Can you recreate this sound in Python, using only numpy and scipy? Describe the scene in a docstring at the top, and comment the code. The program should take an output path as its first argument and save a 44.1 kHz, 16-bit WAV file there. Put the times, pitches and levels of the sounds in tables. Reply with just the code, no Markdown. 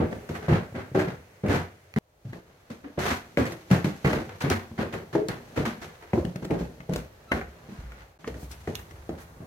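"""Hurrying down wooden stairs

Someone in soft shoes hurries down wooden stairs and over a boarded floor, a small stereo camera on the head.
Heels and toes ring damped tread, frame and joist modes; sole edges click; grit and bumps make the drag.
A squeak, trouser swishes and coloured house noise are added, and sparse taps form the stairwell's echo.
Two hard edits join three shots, each with its own background, and cut the echo off."""
import sys
import numpy as np
from scipy import signal
from scipy.fft import rfft, irfft, next_fast_len
from scipy.io import wavfile
from scipy.ndimage import uniform_filter1d

SR = 44100
rng = np.random.default_rng(int(sys.argv[2]) if len(sys.argv) > 2 else 0)


def natural_amplitude(level_db):
    """Convert a level in decibels to a linear amplitude factor, elementwise."""
    exponent = np.asarray(level_db, float) / 20
    return 10 ** exponent


def wav_record(signal):
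    """Record a signal, one row per channel, as 16-bit PCM in the file named by sys.argv[1]."""
    frames = np.transpose(np.atleast_2d(signal))
    bounded = np.clip(frames, -1, 1)
    # unit amplitude maps onto the largest positive 16-bit level
    quanta = np.round(bounded * 32767).astype(np.int16)
    wavfile.write(sys.argv[1], SR, quanta)


N = 417186  # length in samples

# All source levels are set ahead of the microphone's colour and the final rounding of peaks.
# Heels and toes landing: start_s, knock_db, thud_db, tread_pitch_hz, frame_share_db [s, dB, dB, Hz, dB]
FOOTFALLS = [(0.002, -12, -26, 195, 5), (0.298, -21, -31, 306, 0), (0.35, -48, -47, 392, -1),
             (0.483, -11.5, -16, 153, 5), (0.523, -7.5, -33, 149.3, 3.5), (0.724, -28, -40, 133, 4),
             (0.743, -30, -25, 240, 0.5), (0.915, -28.5, -36, 130, -3), (0.95, -13, -41, 360, 0),
             (0.99, -31, -23, 360, -3.5), (1.073, -22, -26, 172, 2.5), (1.439, -20, -42, 193, 1),
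             (1.485, -30, -17.5, 262, 4), (1.56, -17.5, -26, 174, 0), (1.938, -46, -54, 133, -15),
             (1.963, -17, -50, 202.6, -12), (2.252, -32, -51, 136.3, -14), (2.33, -31.5, -48, 346, 3.5),
             (2.704, -30, -45, 228, -4), (2.843, -37, -58, 265, -5), (2.977, -27, -44, 358, 2),
             (3.115, -17.5, -39, 240, 2), (3.373, -12.5, -37, 312, -1), (3.382, -15, -32, 238, -1),
             (3.454, -32, -48, 314, 0), (3.712, -11, -23, 176.4, -8), (3.734, -17, -21, 173, -2.5),
             (3.844, -23, -31, 188.5, -4.5), (4.046, -10.5, -23, 163, 10), (4.062, -17, -31, 172, -1),
             (4.133, -21, -33, 312, 6), (4.29, -46, -36, 438, -0.5), (4.439, -16, -46, 172, -3.5),
             (4.506, -18, -23, 222, -4), (4.714, -29.5, -56, 223, 3), (4.79, -18, -34, 228, 1),
             (4.939, -27.5, -46, 348, 1.5), (5.151, -12, -43.5, 411, -8), (5.286, -36, -38, 129, 5),
             (5.579, -10.5, -29, 140.5, 5), (5.655, -42, -37, 214, -4.5), (5.822, -38, -63, 357, 2),
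             (6.026, -37.5, -48, 430, -5), (6.133, -12.5, -33, 182, 3), (6.175, -16.5, -22, 335, -0.5),
             (6.248, -25.5, -40, 161, -2.5), (6.358, -22.5, -56, 183, -3), (6.426, -25, -50, 165, 10),
             (6.447, -24, -45, 192, 0), (6.511, -11.5, -33, 287, 5), (6.609, -18.5, -25, 165, 14),
             (6.801, -31.5, -57, 172, 13), (6.894, -17.5, -41, 177, 0), (6.961, -21, -27, 173, 19),
             (7.316, -15, -22, 260, 7.5), (7.411, -30, -25, 395, 2), (7.687, -33.5, -55, 199, -10),
             (7.722, -35, -55, 194, -5), (7.787, -52, -18, 135, -8), (7.837, -36, -23, 131, -1),
             (7.983, -50, -36, 176, 15), (8.242, -39, -53, 201, -12), (8.276, -25, -27, 422, 1),
             (8.34, -47, -41, 335, 8), (8.43, -30, -30, 142, 9), (8.676, -18.5, -54, 403, 3),
             (8.909, -43, -54, 334, 3), (9.092, -23, -35, 419, 2.5), (9.403, -31, -48, 133, 7)]
# Modes of a wooden tread: pitch_multiple, level_db [ratio, relative dB]
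TREAD_MODES = [(0.801, -5), (1.002, 1), (1.469, -9.5), (2.1, -5.5), (2.9, -13.5), (4.1, -11.5)]
# Deep mode of the joists under the walker: time_s, pitch_hz [s, Hz]
JOIST_PITCH = [(0, 87), (5.4, 94.3), (5.6, 69), (7.6, 54), (8.2, 62), (9.46, 73)]


def evened(x):
    """Scales a sound to rms 1."""
    return x / np.sqrt(np.mean(x ** 2) + 1e-20)


def read(points, hz):
    """Joins (Hz, value) points on a log-frequency axis."""
    point_hz, value = np.transpose(points)
    return np.interp(np.log(hz + 1), np.log(point_hz + 1), value)


def add(mix, start_s, sound):
    """Mixes a sound of matching channels in at start_s, trimmed at the end of the mix."""
    part = mix[:, round(start_s * SR):][:, :sound.shape[1]]
    part += sound[:, :part.shape[1]]


def coloured(x, points):
    """Filters x by a spectral curve of (Hz, dB) points."""
    size = next_fast_len(x.shape[-1])
    gain = natural_amplitude(read(points, np.fft.rfftfreq(size, 1 / SR)))
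    return irfft(rfft(x, size) * gain, size)[..., :x.shape[-1]]


def paired(a, b):
    """Two spaced microphones: alike in the bass, nearly unrelated in the treble."""
    # frequency_hz, left_right_likeness [Hz, correlation -1 to 1]
    likeness = [(60, 0.99), (150, 0.99), (300, 0.84), (640, 0.46), (1300, -0.13), (2500, -0.071),
                (15000, 0.07)]
    size = next_fast_len(len(a))
    same = np.clip(read(likeness, np.fft.rfftfreq(size, 1 / SR)), -1, 1)
    other = same * rfft(a, size) + np.sqrt(1 - same ** 2) * rfft(b, size)
    return np.array([a, irfft(other, size)[:len(a)]])


def placed(sound, pan_db):
    """The nearer microphone hears the sound louder and first; the bass stays central in level."""
    lag = int(np.clip(2.5 * pan_db, -16, 16)) // 2  # samples each way
    padded = np.r_[np.zeros(8), sound]
    sides = np.array([np.roll(padded, shift) for shift in (-lag, lag)])
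    bass = uniform_filter1d(sides, size=120)
    return bass + (sides - bass) * natural_amplitude(np.array([[pan_db / 2], [-pan_db / 2]]))


def resonate(x, hz, width_hz):
    """One damped mode, ringing as a sine; a wider mode dies sooner."""
    radius, turn = np.exp(-np.pi * width_hz / SR), 2 * np.pi * hz / SR
    feedback = [1, -2 * radius * np.cos(turn), radius * radius]
    return width_hz * signal.lfilter([0, np.sin(turn)], feedback, x)


def following(x, hz, width_hz):
    """A noisy band around a moving pitch: shifted to zero, low-passed, shifted back, rms 1."""
    turn = np.exp(2j * np.pi * np.cumsum(hz) / SR)
    lowpass = signal.butter(2, width_hz / 2, fs=SR, output="sos")
    return evened((turn * signal.sosfilt(lowpass, x / turn)).real)


def microphone(x):
    """Cuts the bass and adds the small resonances of the microphone housing."""
    # resonance_hz, width_hz, lift_db [Hz, Hz, dB]
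    ports = [(2020, 190, 1), (4270, 260, 3), (6250, 990, 3.5), (11960, 1240, 2)]
    size = next_fast_len(N)
    hz = np.fft.rfftfreq(size, 1 / SR)
    lift = natural_amplitude(sum(db / (1 + (2 * (hz - f) / width) ** 2) for f, width, db in ports))
    x = signal.sosfilt(signal.butter(3, 73.7, "high", fs=SR, output="sos"), x)  # Hz
    return irfft(rfft(x, size) * lift, size)[..., :N]


def hush(shot):
    """House air and microphone hiss: noise with the spectrum of one shot, its level drifting."""
    # One curve for each shot: frequency_hz, density_db [Hz, relative dB per Hz]
    spectra = [
        [(15, -48), (25, -16), (87, -1), (270, -21), (405, -8.5), (1070, -19), (2050, -18.5), (3720, -30),
         (12200, -36), (16000, -37)],
        [(15, -48), (25, 17.5), (82, 2.5), (141, -3), (223, -16), (516, -4.5), (1040, -15), (2000, -20.5),
         (3520, -25), (9570, -32.5), (12200, -30.5), (16000, -33)],
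        [(15, -39), (25, 4), (64, 9), (97, 1), (145, -7), (285, -20), (463, -19), (1190, -20.5), (2000, -49),
         (3620, -36), (12200, -37.5), (16000, -41)],
    ]
    # Background rms: time_s, level_db [s, dB]
    levels = [(0, -48), (1.98, -58), (2, -61), (2.24, -54.5), (2.9, -53.5), (5, -47.5), (8.1, -50.5),
              (8.2, -60), (8.3, -44.5), (9.46, -44.5)]
    air = evened(coloured(paired(*rng.standard_normal((2, N))), spectra[shot]))
    return natural_amplitude(np.interp(np.arange(N) / SR, *np.transpose(levels))) * air


def stairwell():
    """An echo of sparse taps of random sign, each frequency band dying at its own speed."""
    # frequency_hz, decay_t60_s [Hz, s to fall 60 dB]
    decay = [(80, 0.3), (250, 0.16), (700, 0.24), (2000, 0.32), (6000, 0.08), (14000, 0.42)]
    taps = np.zeros((2, SR // 2))
    at = np.arange(150, SR // 2 - 20, 20)
    at = at + rng.integers(0, 20, (2, len(at)))
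    np.put_along_axis(taps, at, rng.choice([-1., 1.], at.shape), 1)
    hz, t, bands = signal.stft(paired(*taps), SR, nperseg=512)
    fading = bands * natural_amplitude(-60 * t / read(decay, hz)[:, None])
    tail = signal.istft(fading, SR, nperseg=512)[1]
    return tail / np.linalg.norm(tail[0])


def swish(length_s, level_db, low_hz, noise):
    """A soft puff of high noise, unlike in the two microphones, under a smooth hump."""
    highpass = signal.butter(2, low_hz, "high", fs=SR, output="sos")
    puff = signal.sosfilt(highpass, noise)[:, :round(length_s * SR)]
    return natural_amplitude(level_db) * evened(puff) * np.hanning(puff.shape[1])


def trouser_swishes():
    """Trouser legs brush past each other in short puffs of noise."""
    # start_s, length_s, level_db (rms ahead of the hump), low_hz [s, s, dB, Hz]
    puffs = [(8.359, 0.13, -54.5, 3000), (8.483, .05, -55, 2500), (8.77, .07, -56, 9000),
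             (9.171, 0.089, -55.5, 3500)]
    layer = np.zeros((2, N))
    for (start_s, *settings), noise in zip(puffs, rng.standard_normal((len(puffs), 2, 8192))):
        add(layer, start_s, swish(*settings, noise))
    return layer


def squeak():
    """Rubber sticks and slips on varnish: a short gliding tone with two overtones."""
    # time_s, pitch_hz, level_db (rms of the fundamental) [s, Hz, dB]
    glide = [(7.27, 1290, -66), (7.285, 1350, -60), (7.305, 1300, -48), (7.318, 1330, -46)]
    s, hz, db = np.transpose(glide)
    t = np.arange(s[0], s[-1], 1 / SR)
    turns = 2 * np.pi * np.cumsum(np.interp(t, s, hz)) / SR
    tone = np.sin(turns) + 0.15 * np.sin(2 * turns) + 0.2 * np.sin(3 * turns)
    tone = np.sqrt(2) * natural_amplitude(np.interp(t, s, db)) * tone * signal.windows.tukey(len(t), 0.4)
    layer = np.zeros((2, N))
    add(layer, s[0], np.outer([1, 1], tone))
    return layer


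def click(peak_db, bright, fade_s, pan_db, noise):
    """A crack of noise, between a dull slap and a hard tick, dying exponentially."""
    # Both curves: frequency_hz, density_db [Hz, relative dB per Hz]
    dull_slap = [(300, -40.5), (600, 5.5), (1000, 1.5), (2000, 6.5), (3000, -9), (5000, -36),
                 (16000, -38.5)]
    hard_tick = [(600, -19), (1500, -10), (3000, -2), (6000, -6), (10000, -11.5), (16000, -17.5)]
    t = np.arange(len(noise)) / SR
    slap, tick = evened(coloured(noise, dull_slap)), evened(coloured(noise, hard_tick))
    crack = (1 - bright) * slap + bright * tick
    crack = crack * np.exp(-t / fade_s) * (1 - np.exp(-t / 0.0004))  # 0.4 ms attack
    return placed(natural_amplitude(peak_db) * crack / abs(crack).max(), pan_db)


def sole_clicks():
    """The edges of the soles click in brief cracks."""
    # start_s, peak_db, brightness, fade_s, left_minus_right_db [s, dB, 0-1, s, dB]
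    edges = [(0.1271, -27.5, 0.1, 0.0046, -4), (0.2907, -32, 0.4, 0.007, -2), (0.3496, -31, 0.1, 0.031, -9),
             (0.4953, -35, 0.14, 0.005, -9), (0.7457, -40, 0, 0.0045, -4), (0.952, -30, 0, 0.005, 5),
             (0.992, -24.5, 0.24, 0.025, 2.5), (1.0745, -31, 0, 0.0063, -3.5),
             (1.4346, -51, 0, 0.0044, -12), (1.461, -29.5, 0.15, 0.017, -1.5),
             (1.4823, -27.5, 0.18, 0.0084, 0), (1.939, -28.5, 0.25, 0.0012, -3),
             (1.9609, -21, 0.13, 0.0028, -3.5), (2.3311, -34, 0.07, 0.0048, 3.5),
             (2.7043, -36, 0.3, 0.0043, 4), (2.8434, -37, 0, 0.0081, -4), (2.988, -33, 0.3, 0.0038, -5),
             (3.3722, -12.5, 0.09, 0.003, 2.5), (3.454, -24, 0.24, 0.005, -2),
             (3.4624, -27.5, 0.25, 0.015, 5), (3.52, -31, 0.56, 0.0095, -1.5), (3.712, -17, 0.2, 0.005, 5),
             (3.8449, -29, 0.1, 0.0027, 18), (4.0467, -20.5, 0.08, 0.029, -3.5),
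             (4.131, -15.5, 0.13, 0.0044, 3.5), (4.2921, -35, 0.34, 0.0045, -0.5),
             (4.405, -32, 0.7, 0.005, -2.5), (4.4184, -30.5, 1, 0.0077, 6), (4.4998, -16, 0.6, 0.0024, 6.5),
             (4.778, -38, 0.14, 0.0031, -1.5), (4.9387, -25.5, 0.16, 0.0034, 2),
             (5.132, -59, 0.5, 0.0027, -3), (5.153, -38, 0.8, 0.0054, -0.5), (5.2844, -22, 0.73, 0.0026, 4),
             (5.5633, -31, 0.1, 0.0056, 3.5), (5.5757, -27, 0.03, 0.0028, 4),
             (5.6545, -30, 0.5, 0.0049, 3.5), (5.8262, -35, 0.2, 0.0095, 0),
             (6.0247, -39.5, 0.36, 0.0029, -1.5), (6.0751, -48, 0.1, 0.0031, -4),
             (6.1325, -23.5, 0, 0.0041, 2.5), (6.1564, -47, 0.6, 0.0048, 5.5),
             (6.251, -32, 0.3, 0.0023, 14), (6.3587, -31.5, 0.27, 0.0035, 8),
             (6.4462, -38, 0.54, 0.0046, 2), (6.451, -29, 0.43, 0.0024, -2), (6.5066, -30, 0.2, 0.0058, 10),
             (6.8037, -34, 0.12, 0.005, 6), (6.8944, -39, 0.4, 0.005, 7), (6.935, -25, 0.42, 0.0043, 5),
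             (6.9593, -23.5, 0.64, 0.004, 3), (7.2095, -52, 0.1, 0.0036, 0.5),
             (7.3173, -12, 0.05, 0.0059, 3.5), (7.4126, -26, 0.04, 0.0078, -2.5),
             (7.683, -57, 0.2, 0.005, -0.5), (7.9189, -36, 0.15, 0.004, 2.5), (7.987, -48, 0.2, 0.0038, 9),
             (8.243, -31.5, 0, 0.006, 2), (8.2751, -29, 0.38, 0.0046, 1), (8.3417, -38, 0.17, 0.0064, -2.5),
             (8.5133, -36.5, 0.94, 0.013, 6.5), (8.6737, -29, 0.07, 0.0047, 3),
             (8.7532, -22.5, 0.88, 0.0022, -5.5), (8.7914, -36, 0.3, 0.005, 3),
             (8.9092, -42, 0.3, 0.0064, 6.5), (9.092, -36, 0.34, 0.004, -2)]
    layer = np.zeros((2, N))
    for (start_s, *settings), noise in zip(edges, rng.standard_normal((len(edges), 2048))):
        add(layer, start_s, click(*settings, noise))
    return layer


def frame(x):
    """The stair frame answers a force with its broad low modes."""
    # pitch_hz, width_hz, level_db [Hz, Hz, relative dB]
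    modes = [(172, 25.7, 8.5), (240, 48, 6), (330.7, 23, -1.5), (394, 147, 4.5), (514, 160, -1),
             (650, 96, -13.5)]
    return sum(natural_amplitude(db) * resonate(x, hz, width) for hz, width, db in modes)


def slides(t):
    """Levels in each slide: scrape and fizz rise, rumble falls; then all fade into the shuffle."""
    # Faint shuffle between the steps: time_s, scrape_db, fizz_db, rumble_db [s, dB, dB, dB]
    shuffle = [(0, -64, -73, -48), (1.9, -95, -70, -73), (2.3, -69.5, -73, -71), (3.3, -71, -62, -57),
               (4, -63, -56.5, -55), (5.1, -69, -67, -57), (5.6, -62, -59, -50), (6.1, -59, -63.5, -70),
               (6.5, -73, -63, -48), (7.2, -65, -67.5, -62.5), (7.7, -61, -65.5, -53),
               (8.15, -68, -85, -72), (8.6, -65, -58.5, -63), (9.46, -62, -71.5, -54.5)]
    # A sole sliding and rolling: start_s, length_s, scrape_db, fizz_db (cloth and sole),
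    # rumble_db (boards) [s, s, dB, dB, dB], levels as the slide ends
    sliding = [(0.0, 0.022, -37.5, -82, -21.5), (0.11, 0.028, -51, -57, -33), (0.288, 0.032, -50, -53, -35),
               (0.342, 0.022, -44, -51, -38.5), (0.424, 0.023, -43, -56, -40.5),
               (0.481, 0.075, -31.5, -48, -25.5), (0.749, 0.049, -41, -58, -36),
               (0.946, 0.065, -34.5, -47.5, -23), (1.042, 0.065, -45, -55, -38),
               (1.434, 0.046, -43.5, -59, -29), (1.493, 0.06, -29.5, -40, -24.5),
               (1.962, 0.012, -38, -50.5, -21.5), (2.249, 0.057, -67, -63.5, -43.5),
               (2.323, 0.033, -58, -60.5, -43.5), (2.48, 0.017, -71, -84, -59),
               (2.699, 0.015, -52, -53, -40.5), (2.838, .02, -52, -77, -41),
               (2.974, 0.018, -43, -64, -27.5), (2.988, 0.049, -34.5, -39, -37),
               (3.051, 0.065, -30.5, -35.5, -32.5), (3.376, 0.022, -32, -41.5, -21),
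               (3.456, 0.044, -46, -47.5, -36.5), (3.701, .01, -42, -43, -25.5),
               (3.713, 0.019, -29, -37, -20.5), (3.842, 0.005, -35.5, -39, -24),
               (4.044, 0.054, -33, -42.5, -25), (4.127, 0.03, -35.5, -45, -28.5),
               (4.163, 0.046, -64, -72, -33), (4.29, 0.01, -45.5, -68, -41.5),
               (4.406, 0.026, -35.5, -45, -39.5), (4.44, 0.038, -39, -56, -25.5),
               (4.501, 0.012, -28.5, -36.5, -24.5), (4.778, .012, -40, -56, -40),
               (4.787, 0.029, -36.5, -49, -27.5), (4.924, 0.01, -39, -47.5, -50),
               (4.934, 0.0079, -45, -54, -29), (5.127, 0.014, -40.5, -49, -37),
               (5.153, 0.01, -44, -58, -19), (5.284, 0.0067, -34.5, -44.5, -29),
               (5.559, .015, -44, -47, -33), (5.57, 0.025, -37.5, -46.5, -24),
               (5.651, 0.0073, -32.5, -41, -28), (5.815, 0.016, -46.5, -46.5, -40),
               (6.021, 0.015, -52, -78, -53), (6.131, 0.062, -52, -52.5, -27.5),
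               (6.245, .01, -67, -58, -32), (6.353, 0.0088, -58, -68, -42), (6.42, 0.022, -54, -58, -35),
               (6.501, 0.049, -47, -54.5, -25.5), (6.588, 0.024, -50, -51, -31.5),
               (6.89, 0.025, -55, -61, -29.5), (6.921, 0.068, -53, -49.5, -36),
               (7.313, 0.054, -39, -49.5, -31.5), (7.681, 0.12, -58, -59.5, -51),
               (7.8, 0.22, -55.5, -62.5, -59), (8.189, 0.08, -70, -61, -56.5),
               (8.267, 0.0086, -57, -51, -33), (8.347, 0.089, -62, -57, -47),
               (8.505, 0.016, -54, -60, -50.5), (8.672, 0.021, -52, -53, -32),
               (8.746, 0.009, -54, -52, -45.5), (8.883, 0.11, -62, -73, -56.5),
               (9.09, 0.035, -56, -66, -36.5), (9.176, 0.031, -54.5, -58.5, -56),
               (9.405, 0.029, -64, -78, -43.5)]
    # Change while the sole slides: scrape and fizz rise, rumble falls [dB per s]
    change = [39, 18, -30.5]
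    # Fall once it has stopped: scrape, fizz, rumble [dB per s]
    fade = [197, 196, 185]
    s, *columns = np.transpose(shuffle)
    power = np.array([natural_amplitude(2 * np.interp(t, s, column)) for column in columns])
    for start_s, length_s, *db in sliding:
        age = np.arange(SR // 2) / SR - length_s  # negative until the slide ends
        shape = np.outer(change, np.minimum(age, 0)) - np.outer(fade, np.maximum(age, 0))
        add(power, start_s, natural_amplitude(2 * (np.c_[db] + shape)))
    return np.sqrt(power)


def shake():
    """Level of the joists shaking on after each thud, renewed by every footfall."""
    below_thud_db, t60_s = -11, 0.35
    fall_db = -60 * np.arange(SR // 2)[None] / SR / t60_s
    power = np.zeros((1, N))
    for start_s, _, thud_db, *_ in FOOTFALLS:
        add(power, start_s, natural_amplitude(2 * (thud_db + below_thud_db + fall_db)))
    return np.sqrt(power)


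def drag():
    """Dense grit under the sole scrapes and fizzes; soft bumps shake tread, frame and joists."""
    # Both curves: frequency_hz, density_db [Hz, relative dB per Hz]
    scrape_colour = [(410, -33), (700, -4.5), (997, -7), (1630, -5), (1760, -9), (1970, -9.5),
                     (5000, -33.5), (6500, -60), (11000, -120)]
    fizz_colour = [(2350, -0.5), (4000, -3), (4650, -5), (5900, -5), (9440, -12), (13100, -12.5),
                   (16000, -23.5)]
    grains_per_s, bumps_per_s = 14000, 1500
    grain_db, clump_db = 2.36, 1.0  # spread of grain sizes, and of their slower clumping
    tread_width_hz, joist_width_hz = 60, 45

    t = np.arange(N) / SR
    levels = np.r_[slides(t), shake()]
    # soft soles: a 2 ms rise
    scrape, fizz, rumble, deep = signal.lfilter([1 / 90], [1, 1 / 90 - 1], levels)

    sizes = natural_amplitude(grain_db * np.minimum(rng.exponential(1, N), 4))
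    clumps = evened(uniform_filter1d(rng.standard_normal(N), size=500))
    sizes *= natural_amplitude(clump_db * clumps)  # grit catches in clumps
    grains = rng.standard_normal((2, N)) * sizes * (rng.random((2, N)) < grains_per_s / SR)
    grit = paired(*grains)
    bumps = paired(*rng.standard_normal((2, N)) * (rng.random(N) < bumps_per_s / SR))
    bumps = signal.sosfilt(signal.butter(2, 1200, fs=SR, output="sos"), bumps)  # Hz

    landed_s, tread_hz, frame_db = np.transpose(FOOTFALLS)[[0, 3, 4]]
    under_foot = np.maximum(np.searchsorted(landed_s, t) - 1, 0)  # the tread last stepped on
    pitch = tread_hz[under_foot]
    tread = sum(natural_amplitude(db) * following(bumps, k * pitch, k * tread_width_hz) for k, db in TREAD_MODES[:3])
    # frame over tread: twice the footfall's share in dB, plus 8 dB
    share = uniform_filter1d(natural_amplitude(2 * frame_db[under_foot] + 8), size=200)
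    boards = (share * evened(frame(bumps)) + evened(tread)) / np.hypot(share, 1)
    joists = following(bumps[0], np.interp(t, *np.transpose(JOIST_PITCH)), joist_width_hz)

    scraping = scrape * evened(coloured(grit, scrape_colour))
    fizzing = fizz * evened(coloured(grit, fizz_colour))
    return scraping + fizzing + rumble * boards + deep * joists


def footfall(start_s, knock_db, thud_db, hz, frame_db, noise):
    """A short rough push rings tread and frame; the body's weight sinks into the joists."""
    push_s, thud_rise_s, thud_t60_s = 0.0011, 0.011, 0.24
    ring_cycles = 20.4  # cycles of the tread pitch to fall 60 dB; higher modes die sooner
    t = np.arange(len(noise)) / SR
    tread = sum(natural_amplitude(db - 60 * k * hz * t / ring_cycles) * np.sin(2 * np.pi * hz * k * t)
                for k, db in TREAD_MODES)
    shaken = frame(t * np.exp(-t / push_s) * (1 + 5.9 * noise))
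    knock = tread * (1 - np.exp(-t / push_s)) + natural_amplitude(frame_db) * shaken / abs(shaken).max()
    joist_hz = np.interp(start_s, *np.transpose(JOIST_PITCH))
    envelope = natural_amplitude(-60 * t / thud_t60_s) * (1 - np.exp(-t / thud_rise_s))
    thud = envelope * np.sin(2 * np.pi * joist_hz * t)
    sound = natural_amplitude(knock_db) * knock / abs(knock).max() + natural_amplitude(thud_db) * thud
    return placed(sound, noise[0])  # a random pan of about 1 dB


def footfalls():
    """Every heel and toe lands with its own knock and thud."""
    layer = np.zeros((2, N))
    for row, noise in zip(FOOTFALLS, rng.standard_normal((len(FOOTFALLS), 8192))):
        add(layer, row[0], footfall(*row, noise))
    return layer


def scene():
    """Joins three shots; two echo tails alternate smoothly, and each edit cuts the echo off."""
    # start_s, end_s [s, s]
    shots = [(0, 1.9865), (1.9865, 8.178), (8.189, 9.46)]
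    steps_wet_db, drag_wet_db = -3, -7
    steps = microphone(footfalls() + sole_clicks() + squeak() + trouser_swishes())
    soles = microphone(drag())
    still = slice(round(shots[1][0] * SR), round(2.245 * SR))  # the second shot opens on stillness
    steps[:, still] = soles[:, still] = 0

    send = (natural_amplitude(steps_wet_db) * steps + natural_amplitude(drag_wet_db) * soles).mean(0)
    turn = np.pi * np.arange(N) / SR / 0.7  # half a turn every 0.7 s
    tails = [stairwell(), stairwell()]
    sends = [np.sin(turn) * send, np.cos(turn) * send]

    out = np.zeros((2, N))
    for number, (start_s, end_s) in enumerate(shots):
        shot = slice(round(start_s * SR), min(round(end_s * SR), N))
        out[:, shot] = (steps + soles + microphone(hush(number)))[:, shot]
        for sent, tail in zip(sends, tails):
            echo = signal.oaconvolve(sent[None, shot], tail, axes=1)
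            out[:, shot] += echo[:, :shot.stop - shot.start]
    return out


def roll_off(x):
    """The treble ends steeply here."""
    return signal.sosfilt(signal.butter(12, 16810, fs=SR, output="sos"), x)


def record(dry):
    """Rounds peaks off softly, then limits the band."""
    ceiling, edge_hz = 0.9, 16100
    x = ceiling * np.tanh(dry / ceiling)
    lowpass = signal.firwin(511, edge_hz, window=("kaiser", 9), fs=SR)
    x = signal.oaconvolve(x, lowpass[None], "same")
    return roll_off(x)


dry = scene()
out = record(dry)
wav_record(out)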